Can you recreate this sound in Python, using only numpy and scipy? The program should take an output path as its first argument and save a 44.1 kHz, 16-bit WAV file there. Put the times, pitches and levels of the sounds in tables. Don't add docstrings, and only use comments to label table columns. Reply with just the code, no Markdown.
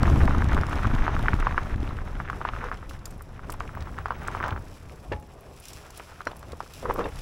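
import sys
import numpy as np
from scipy import signal
from scipy.fft import rfft, irfft, next_fast_len
from scipy.io import wavfile
from scipy.ndimage import uniform_filter1d, map_coordinates

SR = 44100
rng = np.random.default_rng(int(sys.argv[2]) if len(sys.argv) > 2 else 0)


def generate_wav(sig):
    pcm = np.round(np.clip(np.atleast_2d(sig).T, -1, 1) * 32767).astype(np.int16)
    wavfile.write(sys.argv[1], SR, pcm)


def boost_factor(decibels):
    exponent = np.asarray(decibels, float) / 20
    return 10 ** exponent


N = 317961

# frequency in Hz, level in dB.
CRUNCH_TONE = [(260, -26), (450, 2.5), (728, -4.5), (1320, 8), (2690, -7.5), (3140, -11), (3720, -10),
               (4500, -21), (6500, -17), (8450, -63), (14300, -120)]
# frequency in Hz, level in dB.
RUSTLE_TONE = [(1060, -43), (1800, -18), (2450, -3.5), (4470, -11), (5410, -5.5), (6850, -14), (7500, -9),
               (8910, -17.5), (9940, -12.5), (11100, -12), (13500, -23.5), (15100, -17.5), (15800, -20.5)]


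def unit(x):
    return x / np.sqrt(np.mean(x ** 2) + 1e-20)


def along(points, hz):
    f, v = np.transpose(points)
    return np.interp(np.log(hz + 1), np.log(f + 1), v)


def curves(rows):
    s, *cols = np.transpose(rows)
    return [np.interp(np.arange(N) / SR, s, c) for c in cols]


def wobble(rate):
    knots = rng.standard_normal(int(N * 200 / SR) + 4)
    return map_coordinates(knots, [np.arange(N) * rate / SR])


def noise():
    return rng.standard_normal(N)


def filtered(x, response):
    m = next_fast_len(N + 8192)
    return irfft(rfft(x, m) * response(np.fft.rfftfreq(m, 1 / SR)), m)[..., :N]


def coloured(x, spectrum):
    return unit(filtered(x, lambda hz: boost_factor(along(spectrum, hz))))


def placed(s, shapes):
    at = np.round(s * SR).astype(int)[:, None] + np.arange(shapes.shape[1])
    return np.bincount(at.ravel(), shapes.ravel(), N + SR)[:N]


def pops(s, db, hz, t60, rise, size):
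    t = np.arange(size) / SR
    fall = boost_factor(db[:, None] - 60 * t / t60[:, None])
    soft_start = 1 - np.exp(-(t / rise) ** 2)
    return placed(s, fall * soft_start * np.sin(2 * np.pi * hz[:, None] * t))


def grit(count, spread_db):
    s, size, sign = rng.random((count, 3)).T
    height = boost_factor(-spread_db * np.log(size + 0.0028))
    return placed(s * N / SR, (np.sign(sign - .5) * height)[:, None])


def gravel(count, centre_hz, spread, size_db, swings=3):
    s, pitch, life, size = rng.random((count, 4)).T
    hz = centre_hz * np.exp(spread * (pitch - .5))
    t60 = swings * (1 + 1.7 * life) / hz
    return unit(pops(s * N / SR, -size_db * np.log(size + 0.046), hz, t60, rise=0.0002, size=700))


def clicks(s, db, hz, above_db, below_db, t60):
    size = 2048
    t = np.arange(size) / SR
    fall = boost_factor(-60 * t / (0.32 * t60)) + 0.41 * boost_factor(-60 * t / t60)
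    burst = fall * (1 - np.exp(-t / 0.00059)) * rng.standard_normal((len(s), size))
    octaves = np.log2((np.fft.rfftfreq(size, 1 / SR) + 20) / hz)
    tilt_db = np.where(octaves > 0, above_db, below_db) * octaves
    bumpy = uniform_filter1d(rng.standard_normal((len(s), size // 2 + 1)), size=40, axis=1)
    click = irfft(rfft(np.roll(burst, 64, axis=1)) * boost_factor(tilt_db + 2.4 * unit(bumpy)))
    peak = np.abs(click).max(axis=1, keepdims=True)
    return placed(s - .001, boost_factor(db[:, None] - 3.5) * click / peak)


def wind():
    # time in seconds, strength in dB.
    strength = [(0.0, -25), (0.24, -22), (0.5, -31), (0.58, -21.5), (0.66, -40), (1.02, -20), (1.06, -31),
                (1.22, -27.5), (3.17, -44.5), (4.42, -46), (5.76, -60), (6.87, -53), (6.91, -35),
                (7.21, -39)]
    # frequency in Hz, level in dB.
    buffet = [(9, -41), (15, 2), (36, 4.5), (48, -13), (70, -71), (100, -120)]
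    return boost_factor(curves(strength)[0]) * unit(boost_factor(0.53 * wobble(13)) * coloured(noise(), buffet))


def ride():
    # time in seconds, strength in dB.
    shaking = [(0.0, -23), (0.2, -22), (0.7, -29), (1.32, -28.5), (1.55, -36), (1.83, -33.5), (1.91, -36),
               (3.23, -42.5), (4.36, -39.5), (4.54, -32.5), (4.62, -44), (5.0, -48.5), (5.14, -38),
               (5.34, -53.5), (6.65, -46), (6.73, -49.5), (6.99, -34), (7.21, -42)]
    # time in seconds, crunch in dB.
    loose = [(0.0, -34), (0.14, -32.5), (0.38, -35), (0.8, -33.5), (1.36, -36.5), (1.97, -42.5),
             (2.27, -43.5), (2.55, -39.5), (2.89, -47), (3.21, -53), (4.4, -40), (4.6, -52.5),
             (5.38, -56.5), (6.14, -48.5), (6.43, -53), (7.21, -47.5)]
    # frequency in Hz, level in dB.
    rumble_tone = [(25, -22), (46, -0.5), (68, 2), (84, 1), (100, -3.5), (189, -13), (300, -17), (390, -24),
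                   (660, -120)]
    # frequency in Hz, level in dB.
    drone_tone = [(76, -20), (130, 1.5), (231, -9.5), (385, -4.5), (600, -5.5), (900, -12), (1170, -11.5),
                  (1980, -120)]
    # centre in Hz, half width in Hz, level in dB.
    tube_rows = [
        (394, 14, -9.5),
        (743, 11, -10),
    ]

    def tubes(hz):
        return 1 + sum(boost_factor(db) / (1 + 1j * (hz - centre) / width) for centre, width, db in tube_rows)

    rumble_db, crunch_db = curves(shaking)[0], curves(loose)[0]
    drone_gain = np.hypot(boost_factor(-42.5 + 0.75 * (rumble_db + 28.0)), boost_factor(-53.5))
    rustle_db = -61.5 + 0.69 * (crunch_db + 41.5)

    bumps = wobble(14)
    shake = coloured(noise(), rumble_tone)
    lopsided = shake + 0.19 * (shake ** 2 - 1)
    rumble = unit(boost_factor(1.5 * bumps) * lopsided)

    ringing = filtered(coloured(noise(), drone_tone), tubes)
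    drone = unit(boost_factor(2.3 * bumps + 1.27 * wobble(40)) * ringing)

    crushed = 0.65 * gravel(count=5000, centre_hz=1300, spread=1.27, size_db=3.5)
    crushed += 0.5 * coloured(noise(), CRUNCH_TONE)
    crunch = unit(boost_factor(0.5 * bumps + 2.96 * wobble(55)) * crushed)

    blades = noise() + unit(grit(count=3000, spread_db=1.5))
    rustle = unit(boost_factor(2.2 * bumps + 0.89 * wobble(21.74)) * coloured(blades, RUSTLE_TONE))
    return (boost_factor(rumble_db + 0.98) * rumble + drone_gain * drone
            + boost_factor(crunch_db - 2.77) * crunch + boost_factor(rustle_db) * rustle)


def brushes():
    # peak time in seconds, rise and fall in seconds per 20 dB (a negative fall holds), peak in dB.
    swells = [(2.894, 0.005, 0.09, -48.5), (3.058, 0.016, 1, -63), (3.505, 0.0086, 0.8, -68),
              (4.7, 0.48, 2, -62), (5.69, 0.2, 0.28, -50.5), (5.98, 0.15, 0.6, -57), (6.4, 2, 5.5, -67.5),
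              (6.75, 0.18, 0.5, -53), (7.19, 0.17, -5, -55.5)]
    t = np.arange(N) / SR
    leaves = noise() + 1.34 * unit(grit(count=5000, spread_db=0.5))
    leaves = unit(boost_factor(1.77 * wobble(45)) * coloured(leaves, RUSTLE_TONE))
    swell = np.zeros(N)
    for s, rise, fall, db in swells:
        away = np.maximum((s - t) / rise, (t - s) / fall)
        swell += boost_factor(db - 20 * away.clip(0, 6))
    return swell * leaves


def freewheel():
    # time in seconds, clicks per second.
    coasts = [
        [(1.525, 16), (1.95, 14.8), (2.25, 10)],
        [(4.563, 32.4), (4.86, 35), (5.04, 17)],
    ]
    # frequency in Hz, level in dB.
    tones = [
        [(9000, -30), (12500, -6), (15000, 0)],
        [(3000, -4), (5500, 2), (15000, -8)],
    ]
    levels_db, widths_s = [-69, -57.5], [.008, 0.004]
    t, out = np.arange(N) / SR, np.zeros(N)
    for rows, db, width, tone in zip(coasts, levels_db, widths_s, tones):
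        coasting = (t > rows[0][0]) * (t < rows[-1][0])
        teeth = np.cumsum(curves(rows)[0] * coasting) / SR
        s = np.flatnonzero(np.diff(np.floor(teeth))) / SR
        u = np.arange(-800, 800) / SR / width
        height = boost_factor(db + 1.9 * rng.standard_normal((len(s), 1)))
        puffs = placed(s - 800 / SR, height * np.exp(-u * u))
        out += puffs * coloured(noise(), tone)
    return out


def brake():
    # start in seconds, length in seconds, level in dB.
    drags = [
        (3.72, .16, -68),
        (3.99, .05, -71),
        (4.12, .16, -67),
        (4.36, .2, -69),
    ]
    sing_hz, fade_s = 15740, .015
    t = np.arange(N) / SR
    grips = np.zeros(N)
    for s, length, db in drags:
        inside = np.minimum(t - s, s + length - t)
        grips += boost_factor(db) * np.clip(inside / fade_s + .5, 0, 1)
    graze = boost_factor(-77) * (t > 3.9) * (t < 4.62)
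    return boost_factor(1) * (grips + graze) * np.sin(2 * np.pi * sing_hz * t + .3 * wobble(20))


def ticks():
    # time in seconds, rattle peak in dB, push in dB.
    jolts = [(0.0302, -22, -7.5), (0.0686, -31.5, -32), (0.099, -27.5, -23), (0.1257, -39, -9.5),
             (0.158, -32, -14.5), (0.1892, -39, -14.5), (0.2334, -34, -12), (0.2537, -29.5, -10.5),
             (0.2935, -33, -10), (0.348, -36, -35), (0.382, -29.5, -7), (0.418, -35, -15),
             (0.4428, -31, -13), (0.4872, -32, -15), (0.5141, -33, -18), (0.53, -31, -15),
             (0.546, -23.5, -17), (0.5866, -44, -16), (0.6114, -28, -18.5), (0.6666, -30.5, -25),
             (0.6948, -34, -28), (0.7563, -31.5, -25), (0.83, -37, -31), (0.852, -42, -22),
             (0.8702, -29, -9.5), (0.9496, -31, -12), (0.9894, -40, -32), (1.046, -41, -36),
             (1.1507, -32, -12), (1.1915, -34, -21), (1.2264, -31, -18.9), (1.34, -28, -8.5),
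             (1.3999, -32, -16), (1.6326, -37, -34), (1.731, -47, -38), (1.7593, -38, -15),
             (1.8034, -40, -20.5), (1.8293, -37.8, -17), (1.872, -39, -30), (1.8906, -39, -22),
             (1.93, -44, -20), (1.968, -39, -23), (2.153, -45, -24)]
    # time in seconds, peak in dB, brightest frequency in Hz.
    twigs = [(2.299, -34.5, 4850), (2.486, -45, 2780), (2.7717, -36, 3090), (2.933, -37, 3150),
             (3.055, -23.5, 6300), (3.077, -40, 12000), (3.107, -37, 8050), (3.22, -33.5, 10200),
             (3.501, -28.5, 6100), (3.5205, -26.5, 11000), (3.6, -32, 4000), (3.806, -36.5, 3500),
             (4.275, -28, 6400), (4.44, -31, 3000), (4.4796, -35, 5500), (5.034, -50, 10000),
             (5.08, -48, 9500), (5.122, -33, 2900), (5.132, -42, 2400), (5.198, -44, 10000),
             (5.209, -51, 9600), (5.336, -45.5, 8000), (6.427, -39, 3800), (6.314, -34, 2600),
             (6.215, -38, 3500), (2.476, -46, 3000), (4.508, -38, 3400), (3.677, -42, 2500),
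             (6.991, -29, 2930), (5.5992, -36, 10500), (5.653, -29, 5100), (5.683, -28, 5670),
             (5.732, -30, 5300), (5.904, -32, 5800), (5.974, -31, 10100), (6.2697, -32, 4300),
             (6.366, -35.5, 10700), (6.393, -37.5, 10100), (6.519, -33.5, 3700), (6.603, -36, 5060),
             (6.7358, -30.5, 5300), (6.938, -25.5, 15600), (7.188, -30.5, 3170), (7.157, -35.5, 5500)]
    # time in seconds, peak in dB, brightest frequency in Hz.
    stems = [(2.642, -42, 5200), (2.7422, -41, 5060), (2.9911, -46, 5130), (3.1244, -48, 5740),
             (3.179, -47, 9950), (3.29, -49, 5130), (3.5374, -38, 6270), (3.6214, -47, 6430),
             (3.6755, -48, 5230), (3.7504, -46, 11510), (3.823, -37, 4000), (4.0572, -39, 4930),
             (4.0826, -45, 5440), (4.2323, -45, 7610), (4.3146, -47, 7030), (4.3894, -59, 7560),
             (4.4244, -45, 5800), (4.463, -41, 5260), (4.506, -48, 5170), (3.986, -42, 4500),
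             (4.682, -49, 5110), (4.643, -47, 6300), (4.8955, -50, 5500), (5.048, -53, 9500),
             (5.272, -52, 12000), (5.225, -49, 7800), (5.4076, -43.5, 11440), (5.5636, -42, 7350),
             (5.8287, -48.5, 7610), (5.8641, -46, 6160), (5.9504, -53, 5750), (6.062, -49, 5610),
             (6.2527, -39, 5880), (6.571, -48, 8150), (6.6265, -42, 5160), (6.6752, -41, 5220),
             (6.797, -40, 5400), (6.9914, -49, 11280), (7.0893, -42, 9700)]
    s, db, push_db = np.transpose(jolts)
    t = np.arange(-800, 800) / SR
    crest = np.exp(-(t / 0.0012) ** 2)
    dip = 0.59 * np.exp(-((t + 0.00564) / 0.0019) ** 2)
    push = boost_factor(push_db - 2.5)[:, None] * (crest - dip)
    rattle = clicks(s, db + 3.5, 3100, above_db=-10.5, below_db=7.5, t60=0.0086)

    twig_s, twig_db, twig_hz = np.transpose(twigs)
    twig = clicks(twig_s, twig_db, twig_hz[:, None], above_db=-11.5, below_db=9, t60=0.038)
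    stem_s, stem_db, stem_hz = np.transpose(stems)
    stem = clicks(stem_s, stem_db + 2.5, stem_hz[:, None], above_db=-14.0, below_db=9, t60=0.017)
    return rattle + placed(s + 0.0017 - 800 / SR, push) + twig + stem


def spoke():
    # time in seconds, peak in dB, pitch against the tight spoke.
    pings = [
        (6.271, -37, 0.97),
        (7.041, -35, 0.63),
    ]
    # frequency in Hz, level in dB, time to fall 60 dB in seconds.
    tones = [(4300, -4, 0.062), (5100, -7, .022), (5840, -2.5, 0.038), (7550, -9, 0.02)]
    hz, level_db, t60 = np.transpose(tones)
    return sum(pops(np.full(len(hz), s), db + level_db, pitch * hz, t60, rise=0.0006, size=4000)
               for s, db, pitch in pings)


def knock():
    # time in seconds, peak in dB.
    contacts = [
        (5.1195, -24.5),
        (5.131, -29.5),
        (5.161, -43),
        (5.224, -47),
        (7.056, -31),
    ]
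    # frequency in Hz, level in dB, time to fall 60 dB in seconds.
    tones = [(83.8, -2.5, 0.18), (420, 0, 0.055), (560, 1, 0.059), (712, -11, 0.14), (850, -10.5, 0.26),
             (960, -6.5, 0.067), (1736, 0, 0.025), (2320, -9.5, 0.024), (2500, -9, 0.024),
             (2750, -7, 0.021), (3500, -21, 0.025)]
    s, db = np.transpose(contacts)
    t = np.arange(SR // 3) / SR
    ring = np.zeros((len(s), len(t)))
    for row in ring:
        for hz, level, t60 in tones:
            fall = boost_factor(level + rng.normal(0, 2.5) - 60 * t / t60)
            row += fall * np.sin(2 * np.pi * hz * rng.normal(1, hz * 1e-5) * t)
    crack = boost_factor(3.5 - 60 * t / 0.061) * rng.standard_normal(ring.shape)
    ring += filtered(crack, lambda hz: 1 / (1 + (hz / 2800) ** 4))[:, :len(t)]
    return placed(s, boost_factor(db - 0.5)[:, None] * (1 - np.exp(-t / 0.0013)) * ring)


def ruts():
    # time in seconds, peak in dB, pitch in Hz.
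    drops = [(0.546, -13.5, 230), (0.934, -13.5, 230), (1.725, -18, 43.4), (1.755, -25, 71.4),
             (1.776, -22, 228), (1.829, -19, 258), (1.799, -26, 60.4), (2.133, -23, 35), (3.819, -26.5, 73),
             (4.44, -25, 91), (4.521, -21.5, 83), (4.871, -37, 73), (6.631, -28, 430)]
    s, db, hz = np.transpose(drops)
    return pops(s, db + 2.5, hz, 7 / hz, rise=0.0024, size=8000)


def scuffs():
    # time in seconds, level in dB, hollow part in dB against it.
    scrapes = [
        [(2.6, -47, -8), (2.65, -30, -6.5), (2.7, -47, -17)],
        [(4.19, -58, -20), (4.22, -44, -16), (4.39, -47, -15), (4.448, -26.5, -22), (4.478, -30.5, -17),
         (4.62, -52, -12)],
        [(6.268, -38, 7.5), (6.33, -45, -23), (6.35, -56, -6)],
        [(6.829, -48, 7), (6.87, -53.5, 9), (6.9, -31, -3), (6.92, -40, -1), (6.98, -41, 4), (7.008, -24.5, -4),
         (7.028, -40, -1), (7.06, -32, 4), (7.1, -53, 1.5)],
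    ]
    t = np.arange(N) / SR
    clumps = boost_factor(4.1 * wobble(70))
    stony = gravel(count=6000, centre_hz=1100, spread=0.56, size_db=4.0, swings=4.8)
    bright = unit(clumps * (stony + 0.45 * coloured(noise(), CRUNCH_TONE)))
    hollow = unit(clumps * gravel(count=3000, centre_hz=470, spread=0.14, size_db=0.5, swings=4.3))
    out = np.zeros(N)
    for rows in scrapes:
        level_db, hollow_db = curves(rows)
        during = (t > rows[0][0]) * (t < rows[-1][0])
        out += during * boost_factor(level_db - 4.5) * (bright + boost_factor(hollow_db + 6.5) * hollow)
    return out


def stones():
    # time in seconds, # peak in
    # dB, pitch in Hz.
    stone_rows = [(0.032, -18, 715), (0.074, -25, 1050), (0.204, -18.5, 1570), (0.279, -12, 990),
                        (0.346, -20.5, 900), (0.42, -14.5, 1540), (0.518, -19, 1440), (0.566, -15.5, 1160),
                        (0.633, -13.5, 1260), (0.845, -16, 1250), (1.065, -15.5, 1400), (1.078, -8.5, 1160),
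                        (1.164, -15.5, 1320), (1.257, -16.5, 1320), (1.2822, -5.5, 1530), (1.331, -16, 1200),
                        (1.426, -16, 1250), (1.468, -8, 1070), (1.543, -20, 1100), (1.5775, -6.5, 1400),
                        (1.742, -27.5, 1770), (1.907, -25.5, 1220), (2.2, -16, 1300), (2.298, -15, 1300),
                        (2.413, -17, 1210), (2.45, -11, 1070), (2.487, -19, 1010), (2.613, -26.5, 1480),
                        (2.639, -21, 1190), (2.714, -15.5, 1250),
                        (3.392, -28, 1300), (3.495, -19.5, 1100), (3.604, -16, 1170), (3.871, -25.5, 1160),
                  (3.985, -20.5, 1240), (4.0563, -13.5, 1210), (4.105, -11.5, 1080), (4.282, -14, 1310),
                  (4.348, -15.5, 1170), (4.406, -18, 1180), (4.438, -10.5, 1260), (4.49, -22.5, 1430),
                  (4.514, -23, 925), (4.561, -22, 1280), (5.115, -21, 446), (5.996, -34, 684),
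                  (6.205, -23, 1290), (6.27, -12, 1430), (6.315, -31, 695), (6.53, -26.5, 470),
                  (6.603, -18, 1020), (6.827, -29, 480), (6.854, -18, 1100), (6.883, -29, 1180),
                  (6.897, -17, 1100), (6.905, -21, 1150), (6.907, -12, 1040), (6.993, -28, 470),
                  (7.005, -27, 520), (7.01, -23, 1100), (7.055, -22, 884)]
    # time in
    # seconds, peak in dB, pitch in Hz.
    more_stone_rows = [(0.032, -12, 1250), (0.054, -17, 1690), (0.077, -16.5, 1170), (0.1, -20.5, 1060),
                       (0.159, -21, 870), (0.213, -16.5, 1500), (0.276, -14, 1630), (0.307, -15.5, 1250),
                       (0.328, -28, 1080), (0.347, -17.9, 1150), (0.372, -24, 790), (0.49, -25, 1650),
                       (0.494, -23, 1700), (0.52, -19, 1420), (0.576, -13.5, 1340), (0.586, -20.5, 1320),
                       (0.685, -24, 1050), (0.71, -23, 1420), (0.728, -17, 1100), (0.76, -31, 1270),
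                       (0.791, -18.5, 1190), (0.831, -20, 1230), (0.852, -14, 1300), (0.913, -22.5, 1050),
                       (0.961, -20, 1130), (0.985, -22, 1530), (0.991, -24, 1350), (1.01, -32, 1200),
                       (1.021, -21, 1710), (1.045, -31, 1230), (1.092, -21, 980), (1.152, -34, 1400),
                       (1.192, -24, 1000), (1.332, -16, 1710), (1.387, -24, 1130), (1.423, -21, 1780),
                       (1.455, -34, 960), (1.467, -21, 1710), (1.494, -27, 1700), (1.509, -20, 1480),
                       (1.523, -25, 1890), (1.263, -25, 2000), (1.632, -41, 1850), (1.657, -28, 1300),
                       (1.696, -30, 1840), (1.829, -35, 1720), (1.875, -31, 2470), (1.986, -24.2, 1400),
                       (2.276, -26, 1670), (2.285, -25, 1700), (2.329, -23, 1300), (2.405, -26, 860),
                            (2.449, -24, 1790), (2.477, -27, 1770), (2.487, -20.5, 2550), (2.534, -21, 1230),
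                            (2.562, -24.2, 1300), (2.572, -33, 800), (2.608, -29, 1700), (2.613, -30, 1420),
                            (2.668, -28.2, 1530), (2.685, -22.5, 1320), (2.725, -23, 1440), (2.827, -28, 1220),
                            (2.909, -28.5, 1300), (3.069, -38, 1200), (3.123, -39, 1340), (3.207, -31.5, 1330),
                            (3.524, -31, 2620), (3.54, -27.5, 1010), (3.604, -25, 2260), (3.652, -34.7, 1330),
                            (3.676, -31.5, 2340), (3.691, -28, 1410), (3.75, -28, 1500), (3.771, -23.5, 1030),
                            (3.823, -32, 1040), (3.942, -38, 1760), (3.966, -41, 1180), (3.98, -26, 1740),
                            (4.082, -27, 1000), (4.119, -20.5, 1070), (4.241, -31, 1390), (4.303, -29, 870),
                            (4.369, -24, 1150), (4.401, -19, 1430), (4.414, -26.1, 1190), (4.427, -18, 1700),
                            (4.459, -18, 1190), (4.506, -26.5, 2850), (4.524, -23, 1320), (4.575, -27, 1380),
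                            (4.895, -35.5, 2240), (5.996, -29.5, 2330), (6.001, -30, 1430), (6.216, -32, 1360),
                            (6.313, -37, 1700), (6.331, -33, 940), (6.428, -32.5, 1210), (6.661, -37.5, 1220),
                            (6.829, -36, 720), (6.845, -38, 1240), (6.858, -20.5, 1100), (6.959, -21.5, 1030),
                            (6.991, -20, 1190), (7.016, -25, 1140), (7.019, -25.5, 1150)]
    s, db, hz = np.transpose(stone_rows + more_stone_rows)
    snap = pops(s + 0.001306, db + 9.5, hz, 6.49 / hz, rise=0.66 / hz[:, None], size=900)
    wall = -pops(s + 0.00088, db - 20.0, 0.5 * hz, 13 / hz, rise=0.00049, size=900)

    t = np.arange(-1000, 2000) / SR
    away = np.maximum(t / 0.065, .2 - t / 0.0094)
    scrabble = boost_factor(db[:, None] - 24.5 - 60 * away) * rng.standard_normal((len(s), len(t)))
    scrabble = filtered(placed(s + 0.001466 - 1000 / SR, scrabble),
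                        lambda hz: boost_factor(along(CRUNCH_TONE, 1.21 * hz) + 18.0 - 0.0017 * hz))
    return snap + wall + scrabble


def scene():
    # frequency in Hz, left minus right in dB.
    leaning = [(100, 0.93), (200, 0.7), (400, -0.02), (5000, 0.05)]
    # frequency in Hz, level of the delayed copy in dB.
    apart = [(60, -28), (400, -44), (700, -56), (1300, -48), (3500, -50), (6000, -29), (9000, -28),
             (12500, -30), (15000, -13)]
    mid = wind() + ride() + brushes() + freewheel() + brake() + ticks()
    mid += spoke() + knock() + ruts() + scuffs() + stones()
    delayed = filtered(np.roll(mid, 900), lambda hz: boost_factor(along(apart, hz)))
    side = unit(boost_factor(5.3 * wobble(12))) * delayed
    half = np.array([[.5], [-.5]])
    both = filtered(mid[None], lambda hz: boost_factor(half * along(leaning, hz)))
    return both + np.array([side, -side])


def top_cut(x):
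    return signal.sosfilt(signal.butter(12, 17010, fs=SR, output="sos"), x)


def record(dry):
    top_hz = 15850
    kept = filtered(dry, lambda hz: np.where(hz < top_hz, 1, boost_factor(-27 - .012 * (hz - top_hz))))
    return top_cut(kept)


dry = scene()
out = record(dry)
generate_wav(out)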